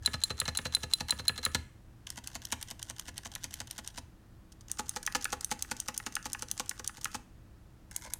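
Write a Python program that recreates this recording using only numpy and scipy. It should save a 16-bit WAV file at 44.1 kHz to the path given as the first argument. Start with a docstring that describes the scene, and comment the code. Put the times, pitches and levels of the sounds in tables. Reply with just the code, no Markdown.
"""A low boom from the desk and sharp clicks on a space bar: one finger on a clicky mechanical keyboard,
close to one microphone in a small room. It moves on to the right-hand keys, the left-hand keys and the
top row. Each stroke is a touch on the loose cap, the snap of the switch, often a knock as the key
bottoms out, and a clatter as it springs back. The case rings and the thuds set the desk booming.
Behind it all lie the room's short reverberation, a low rumble and a faint hum."""
import sys
import numpy as np
from scipy import signal
from scipy.fft import rfft, irfft
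from scipy.io import wavfile

SR = 44100
rng = np.random.default_rng(int(sys.argv[2]) if len(sys.argv) > 2 else 0)


def master_out(mix):
    """Clip the mix to full scale and print it as 16-bit PCM to the path in sys.argv[1]."""
    frames = np.transpose(np.atleast_2d(mix))
    ceiling = np.clip(frames, -1, 1)
    pcm = np.round(ceiling * 32767).astype(np.int16)
    wavfile.write(sys.argv[1], SR, pcm)


N = 361179

# The switch snaps on the way down. Each row: time in seconds, level of the key's ring in dB.
CLICKS = [(0.0603, -22.5), (0.237, -24), (0.4008, -31), (0.5728, -34), (0.7491, -23), (0.936, -21.5),
          (1.107, -24.5), (1.2811, -21.5), (1.451, -28), (2.1028, -61), (2.2735, -65), (2.4519, -52),
          (2.6272, -58), (2.8279, -45.5), (2.996, -47), (3.1794, -49), (3.3522, -48), (3.5402, -45),
          (3.7104, -54), (3.8756, -54), (4.7152, -50.5), (4.8932, -55), (5.0644, -41), (5.2438, -51),
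          (5.4458, -38), (5.6238, -41), (5.8013, -36), (5.9774, -42), (6.1535, -49), (6.3316, -34.5),
          (6.5137, -41), (6.694, -48), (6.8761, -41), (7.0448, -49), (7.963, -43.5), (8.136, -39)]
# A firm press hits the plate. Each row: time in seconds, knock in dB, crack in dB.
BOTTOMS = [(0.075, -35, -48.5), (0.415, -34.5, -55.5), (0.588, -36.5, -45.5), (0.767, -43.5, -53.5),
           (1.123, -37, -50.5), (1.294, -33, -50), (1.462, -31.5, -43), (3.187, -55.5, -59),
           (3.359, -44, -52), (5.075, -32, -43), (5.254, -32, -38), (5.647, -50.5, -61), (6.0, -43.5, -55),
           (6.166, -33, -45), (6.348, -38.5, -57), (6.712, -41.5, -48), (6.894, -45, -59.5),
           (7.055, -34, -41)]
# Keys spring back; the last row is a faint knock as the finger leaves the cap.
# Each row: time in seconds, knock in dB, snap in dB.
RETURNS = [(0.139, -35.5, -45), (0.303, -37, -50), (0.479, -34.5, -38.5), (0.654, -36, -42),
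           (0.834, -39, -41.5), (1.006, -37, -40.5), (1.194, -42, -49), (1.385, -47, -60),
           (1.547, -30, -31.5), (2.175, -45.5, -48.5), (2.353, -43.5, -40.5), (2.523, -34.5, -33.5),
           (2.711, -50, -41), (2.899, -47, -39.5), (3.081, -45, -49), (3.255, -44, -49),
           (3.442, -45.5, -36.5), (3.603, -44, -39.5), (3.786, -46, -50), (3.976, -42.5, -45.5),
           (4.792, -34.5, -40.5), (4.962, -37, -38.5), (5.149, -29, -34), (5.326, -33, -39.5),
           (5.514, -32.5, -34), (5.713, -34.5, -37), (5.884, -37, -36), (6.064, -38, -38.5),
           (6.256, -39, -40), (6.423, -42, -36.5), (6.597, -36.5, -33.5), (6.795, -46, -44),
           (6.977, -53.5, -59), (7.145, -36.5, -42.5), (8.05, -49.5, -52), (8.068, -49.5, -62)]
# Stray light ticks of loose key parts, mostly while a key is held down or about to rise.
# Each row: time in seconds, level in dB.
STRAY_TICKS = [(0.454, -45.5), (1.361, -55.5), (1.44, -53), (2.613, -47), (2.684, -50), (2.702, -48.5),
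               (4.52, -55.5), (4.609, -55.5), (5.124, -46), (5.224, -44), (5.302, -50), (6.227, -51),
               (6.393, -47.5), (6.577, -42.5), (7.116, -53), (7.912, -51), (8.021, -52.5), (8.037, -55)]
# Times in seconds when the hand moves on. The four places: space bar, right keys, left keys, top row.
MOVES = [1.8, 4.3, 7.5]
# Colour of the room tone. Each row: frequency in Hz, relative level in dB.
ROOM_TONE = [(12, -33.5), (20, -7), (50, -4), (91, -7.5), (123, -7), (146, -15), (182, -12), (270, -19),
             (328, -22), (459, -27), (607, -27.5), (678, -28), (1860, -34.5), (2080, -38.5), (16000, -49.5)]
# Steady hum. Each row: frequency in Hz, rms level in dB.
HUM = [(59.2, -70), (118, -67.5), (323, -71.5)]
# Modes of the desk top. Each row: frequency in Hz, width in Hz, relative level in dB.
DESK_MODES = [(76.2, 13, 1), (112, 23, -7)]
# Colour of ticks, scrapes and the jacket snapping back. 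Each row: frequency in Hz, gain in dB.
TICK_COLOUR = [(1000, -22.5), (2400, -8), (4000, -5.5), (5300, -0.5), (6300, 2.5), (7500, -3), (9200, -5.5),
               (11500, -13), (14400, -14.5), (16000, -31.5)]
# Modes of case and plate. Each row: frequency in Hz, width in Hz, gain in dB at each of the four places.
CASE_MODES = [(688, 98, -10.5, -4.5, -31, -21), (845.5, 120, -4, -1, 1.5, 0), (977, 87, -5.5, -1, -13.5, 4),
              (1084, 120, -11.5, -4, -2, -7), (1274, 187, -1, -13, 2, -8), (1469, 190, -8.5, -0.5, 2.5, 1),
              (1712, 180, 1, 0, -0.5, -1), (1910, 130, -9, 0, 0, -16), (2132, 240, -6.5, -8, -9, 1.5),
              (2670, 650, -8, -5.5, -4.5, -12), (3540, 1300, -11.5, -9, -39.5, -20)]
# The key's strongest ring, a row per place. Each row: pitch in Hz, t60 in seconds, level in dB against
# the tick or rattle that drives it.
KEY_RING = [(4065, 0.038, 4.5), (3130, 0.012, -13.5), (6080, 0.011, -28), (6380, 0.011, -8)]
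# Colour of the snap. Each row: frequency in Hz, gain in dB at each of the four places.
SNAP_COLOUR = [(513, -23.5, -36, -37.5, -19), (1010, -11, -14.5, -23.5, -16), (2183, -17, -10.5, -18, -18),
               (3180, -7, -5.5, -5.5, -13), (4780, -10, -4.5, -5.5, -10), (6400, -13.5, 1.5, 7.5, -14),
               (6930, 4, -2.5, 1, 3), (7560, -3, -8.5, 0.5, 0), (9000, -0.5, 0.5, 6.5, -7),
               (10710, 2.5, -10, 0, -3.5), (11800, -15.5, -8.5, -13.5, -5), (14730, -11, -12.0, -3.5, -19),
               (15750, -17, -34, -22, -28)]
# Faint long ring of the springs. Each row: frequency in Hz, width in Hz, relative level in dB.
SPRING_MODES = [(6200, 30, -1), (6200, 30, -1), (7000, 68, 3), (8470, 40, -4.5), (9060, 54, -4.5),
                (9500, 40, -9.5)]
# Colour of a cap rattling on its stem. Each row: frequency in Hz, gain in dB.
RATTLE_COLOUR = [(1000, -8.5), (2200, -4), (3000, -5), (4500, -2), (5300, -4), (6300, 0.5), (7500, -4.5),
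                 (9200, -7), (11500, -14), (14400, -20.5), (16000, -25)]
# Low modes of the whole keyboard. Each row: frequency in Hz, width in Hz, gain in dB at each place.
THUD_MODES = [(136, 55, 3.5, -8.5, -16, 0), (240.7, 91, -0.5, 4.5, 4.5, 3),
              (417, 98, -6.5, -24, -10.5, -16), (506.2, 69, -2.5, -5.5, 0.5, -1),
              (600, 150, -9, -9, -43, 1)]
# The room's reverberation. Each row: frequency in Hz, level in dB, t60 in seconds.
REVERB = [(150, -9.5, 0.31), (397, -6.5, 0.19), (900, -16.5, 0.22), (1300, -13.5, 0.28), (2203, -13, 0.46),
          (4020, -19, 0.28), (7000, -21, 0.5), (15240, -16.5, 0.28)]

# Each list below has one value for each of the four places.
TOUCH_LEAD_S = [.023, .034, .034, 0.036]   # the finger lands about this many seconds before the snap
TOUCH_DB = [-57, -53, -49.5, -54]   # typical level of that touch
CATCH_DB = [-53, -60.5, -54.5, -62]   # typical level of the slider catching the click jacket
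FREE_DB = [-52, -52.5, -52, -53.5]   # typical level of the slider freeing it
TICK_CASE_DB = [2.5, -6, -12.5, -2]   # knock in the case against the tick that drives it
SNAP_DB = [-28.5, -38.5, -32, -33]   # the switch snaps equally hard however it is pressed
BOTTOM_THUD_DB = [-45, -56, -63, -61]   # thud of a typical knock on the plate
RETURN_THUD_DB = [-40, -46, -45, -46.5]   # thud of a typical return
DESK_DB = [2, 2.5, -7, -10]   # boom of the desk against the thud
RATTLE_DB = [-5, 1, -1, -6]   # rattle of the cap against the knock of a return
HARDNESS_DB = [-0.5, -3.5, -9.5, -9]   # hardness of the stop: upper against lower case modes

HIT_SIZE = 4096   # samples in one contact
AGE = np.arange(HIT_SIZE) / SR


def from_db(db):
    """Decibels to gain."""
    return 10 ** (np.asarray(db) / 20)


def decay(age, t60):
    """Envelope that loses 60 dB in t60 seconds."""
    return np.exp(-np.log(1000) * age / t60)


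def at_hz(points, hz, column=1):
    """Read a table on a log-frequency axis."""
    table = np.array(points)
    return np.interp(np.log(hz + 1), np.log(table[:, 0]), table[:, column])


def coloured(force, spectrum, column=1):
    """Causal (minimum-phase) filter with the given spectrum."""
    hz = np.arange(HIT_SIZE // 2 + 1) * SR / HIT_SIZE
    cepstrum = irfft(np.log(from_db(at_hz(spectrum, hz, column))))
    cepstrum[1:HIT_SIZE // 2] *= 2
    cepstrum[HIT_SIZE // 2 + 1:] = 0
    return irfft(rfft(force) * np.exp(rfft(cepstrum)))


def resonate(force, modes, where=0, scatter_db=0, order=1):
    """Parallel resonances whose gains scatter from blow to blow; order 2 swells and has steep flanks."""
    out = 0
    for k, (hz, width, *gains_db) in enumerate(modes):
        radius, angle = np.exp(-np.pi * width / SR), 2 * np.pi * hz / SR
        scale = (1 - radius * radius) / 2
        stage = [scale, 0, -scale, 1, -2 * radius * np.cos(angle), radius * radius]
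        gain = (-1) ** k * from_db(gains_db[where] + scatter_db * rng.standard_normal())
        out = out + gain * signal.sosfilt([stage] * order, force + 1e-18)
    return out


def contact(t60, chatter, rise=0.00033, grain_db=7.0):
    """An impact, then a dying burst of uneven micro-bounces; chatter is their size against the impact."""
    bounces = rng.standard_normal(HIT_SIZE) * decay(AGE, t60) * (1 - np.exp(-AGE / rise))
    bounces *= from_db(grain_db * np.repeat(rng.standard_normal(HIT_SIZE // 32), 32))
    force = chatter * bounces / np.linalg.norm(bounces)
    force[0] += 1
    return force


def add(track, s, db, wave):
    """Mix a wave in at s seconds, with the energy of 10 ms at an rms level of db."""
    start = max(round(s * SR), 0)
    wave = wave * from_db(db) * np.sqrt(SR / 100) / np.linalg.norm(wave)
    track[start:start + len(wave)] += wave[:N - start]


def place(s):
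    """Which of the four places is under the finger at s seconds."""
    return int(np.searchsorted(MOVES, s))


def thud_level(s, knock_db, typical_thud_db, typical_knock_db=-38.5):
    """A harder knock shakes the whole keyboard more, though the thud grows more slowly than the knock."""
    return typical_thud_db[place(s)] + .7 * (knock_db - typical_knock_db)


def room_tone(air_db=-55):
    """Low rumble and faint hiss all round the microphone, with a little hum."""
    colour = from_db(at_hz(ROOM_TONE, np.arange(N // 2 + 1) * SR / N))
    air = irfft(rfft(rng.standard_normal(N)) * colour, N)
    t = np.arange(N) / SR
    hum = sum(from_db(db) * np.sqrt(2) * np.sin(2 * np.pi * (hz * t + rng.random())) for hz, db in HUM)
    return from_db(air_db) * air / np.std(air) + hum


def desk_boom():
    """Every thud passes through the feet into the desk top, whose boom swells and dies slowly."""
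    out, push = np.zeros(N), signal.unit_impulse(SR // 2)
    thuds = [(s, thud_level(s, db, BOTTOM_THUD_DB)) for s, db, _ in BOTTOMS]
    thuds += [(s, thud_level(s, db, RETURN_THUD_DB)) for s, db, _ in RETURNS]
    thuds += [(0, RETURN_THUD_DB[0])]   # the desk is already booming from an earlier stroke
    for s, thud_db in thuds:
        modes = [(hz * np.exp(0.04 * rng.standard_normal()), width, db) for hz, width, db in DESK_MODES]
        add(out, s + 0.0067, thud_db + DESK_DB[place(s)], resonate(push, modes, order=2))
    return out


def stem_scrapes(travel_s=.04, overrun_s=0.034, slips_per_s=170, grain_db=2.5, push_db=-52, lift_db=-55):
    """Around each snap and before each return the stem slides in its housing: faint stick-slip grains."""
    out = np.zeros(N)
    slides = [(s, travel_s + overrun_s, push_db) for s, _ in CLICKS]
    slides += [(s, travel_s, lift_db) for s, _, _ in RETURNS]
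    for s, length, db in slides:
        slips = rng.random(HIT_SIZE) < slips_per_s / SR
        grains = slips * from_db(grain_db * rng.standard_normal(HIT_SIZE))
        # each slip chatters for a moment, over a steady rub
        friction = np.convolve(grains, decay(AGE[:256], .009))[:HIT_SIZE] + .12
        speed = np.sqrt(np.sin(np.pi * np.clip(AGE / length, 0, 1)) + 1e-12)
        force = speed * friction * rng.standard_normal(HIT_SIZE)
        add(out, s - travel_s, db, coloured(force, TICK_COLOUR))
        add(out, s - travel_s, db - 1, resonate(force, CASE_MODES, place(s)))
    return out


def light_contacts(catch_lead_s=.0125, free_lead_s=.006, lead_spread=.08, spread_db=5.5):
    """Time and level of the touch and catch before each snap, and of the release before each return."""
    contacts = [(s, TOUCH_LEAD_S[place(s)], TOUCH_DB[place(s)]) for s, _ in CLICKS]
    contacts += [(s, catch_lead_s, CATCH_DB[place(s)]) for s, _ in CLICKS]
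    contacts += [(s, free_lead_s, FREE_DB[place(s)]) for s, _, _ in RETURNS]
    return [(s - lead * (1 + lead_spread * rng.standard_normal()), db + spread_db * rng.standard_normal())
            for s, lead, db in contacts]


def loose_ticks():
    """Loose parts meet in small, dry ticks that sound in the key and the case."""
    out = np.zeros(N)
    for s, tick_db in light_contacts() + list(STRAY_TICKS):
        where = place(s)
        force = contact(t60=0.019, chatter=4.1, rise=.0004)
        add(out, s, tick_db, coloured(force, TICK_COLOUR))
        add(out, s, tick_db + KEY_RING[where][2], key_ring(force, where))
        knock = resonate(force, CASE_MODES, where, scatter_db=3.0, order=2)
        add(out, s, tick_db + TICK_CASE_DB[where], knock)
    return out


def key_ring(force, where, pitch_spread=0.00602):
    """The key's own note shifts a little with where it is struck; the long space bar rings clearest."""
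    hz, t60, _ = KEY_RING[where]
    pitch = hz * (1 + pitch_spread * rng.standard_normal())
    width = np.log(1000) / np.pi / t60
    return resonate(force, [(pitch, width, 0)])


def switch_clicks():
    """The click jacket snaps over within a millisecond or two and sets the spring ringing."""
    out = np.zeros(N)
    for s, _ in CLICKS:
        where = place(s)
        force = contact(t60=.011 if where == 0 else .0058, chatter=7.0, rise=0.0054, grain_db=1.0)
        add(out, s - .0003, SNAP_DB[where], coloured(force, SNAP_COLOUR, column=1 + where))
        add(out, s, SNAP_DB[where] - (19 if where > 1 else 30), resonate(force, SPRING_MODES))
    return out


def key_pings():
    """Each snap sets the key ringing on its own note."""
    out = np.zeros(N)
    for s, ring_db in CLICKS:
        add(out, s, ring_db, key_ring(contact(t60=.003, chatter=0.22), place(s)))
    return out


def plate_knocks():
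    """The stem strikes the plate: a crack, a hard knock in the upper modes of the case, and a thud."""
    out = np.zeros(N)
    low_cut = signal.butter(2, 1200, "high", fs=SR, output="sos")
    for s, knock_db, crack_db in BOTTOMS:
        where = place(s)
        force = contact(t60=.022 if where == 0 else .008, chatter=0.53)
        knock = resonate(force, CASE_MODES, where, scatter_db=1.0, order=2)
        thud = resonate(force, THUD_MODES, where, scatter_db=1.5, order=2)
        add(out, s, crack_db, coloured(force, RATTLE_COLOUR))
        add(out, s, knock_db, signal.sosfilt(low_cut, knock))
        add(out, s + 0.0022, thud_level(s, knock_db, BOTTOM_THUD_DB), thud)
    return out


def key_returns():
    """The spring throws the key up: the jacket snaps back, the cap bounces and shakes the case.
    The last, faint knock is the finger leaving the cap."""
    out = np.zeros(N)
    for s, knock_db, snap_db in RETURNS:
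        where = place(s)
        rattle, rattle_db = cap_bounces(), knock_db + RATTLE_DB[where]
        blow = coloured(contact(t60=0.041, chatter=1.0), [(950, 0.0014), (1350, HARDNESS_DB[where])])
        add(out, s, snap_db, coloured(contact(t60=0.0065, chatter=1.3), TICK_COLOUR))
        add(out, s + 0.0029, rattle_db, coloured(rattle, RATTLE_COLOUR))
        add(out, s + .001, rattle_db + KEY_RING[where][2], key_ring(rattle, where))
        add(out, s + .001, knock_db, resonate(blow, CASE_MODES, where, scatter_db=1.5, order=2))
        thud = resonate(contact(t60=0.018, chatter=0.73), THUD_MODES, where, scatter_db=0.2, order=2)
        add(out, s + .002, thud_level(s, knock_db, RETURN_THUD_DB), thud)
    return out


def cap_bounces(gap_s=0.0037, loss_db=6.0, scatter_db=4.5, count=8):
    """A cap hits its stop several times at uneven intervals, dying away."""
    times = np.cumsum(gap_s * rng.uniform(.5, 1.6, count))
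    starts = ((times - times[0]) * SR).astype(int)
    sizes = from_db(scatter_db * rng.standard_normal(count) - loss_db * np.arange(count))
    return sum(size * np.pad(contact(t60=0.026, chatter=2.3), (start, 0))[:HIT_SIZE]
               for start, size in zip(starts, sizes))


def room(sound, early_db=-21, early_t60=0.04):
    """Early reflections from desk and near walls, then a diffuse tail that dies band by band."""
    age = np.arange(SR // 2) / SR
    edges = np.geomspace(80, 18000, num=10)
    early = decay(age, early_t60) * (age > .004)
    early = from_db(early_db) * early / np.linalg.norm(early)
    response = np.zeros(len(age))
    for low, high in zip(edges, edges[1:]):
        hz = np.sqrt(low * high)
        tail = decay(age, at_hz(REVERB, hz, column=2)) * np.clip((age - .005) / 0.0027, 0, 1)
        tail = from_db(at_hz(REVERB, hz)) * tail / np.linalg.norm(tail)
        band = signal.butter(2, [low, high], "band", fs=SR, output="sos")
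        response += signal.sosfilt(band, np.hypot(tail, early) * rng.standard_normal(len(age)))
    return signal.fftconvolve(sound, response)[:N]


def scene(ping_room_db=-8):
    """The keyboard close to one microphone; each kind of contact radiates its own way into the room."""
    contacts = [switch_clicks(), loose_ticks() + stem_scrapes(), plate_knocks(), key_returns()]
    pings = key_pings()
    keys = sum(part + room(part) for part in contacts)
    ring = pings + from_db(ping_room_db) * room(pings)   # a small ringing part is heard mostly direct
    return (keys + ring + desk_boom() + room_tone())[None]


def record(dry, cutoff_hz=16600):
    """The microphone's signal loses its highest treble to a steep low-pass."""
    return signal.sosfilt(signal.ellip(10, .2, 70, cutoff_hz, fs=SR, output="sos"), dry)


dry = scene()
out = record(dry)
master_out(out)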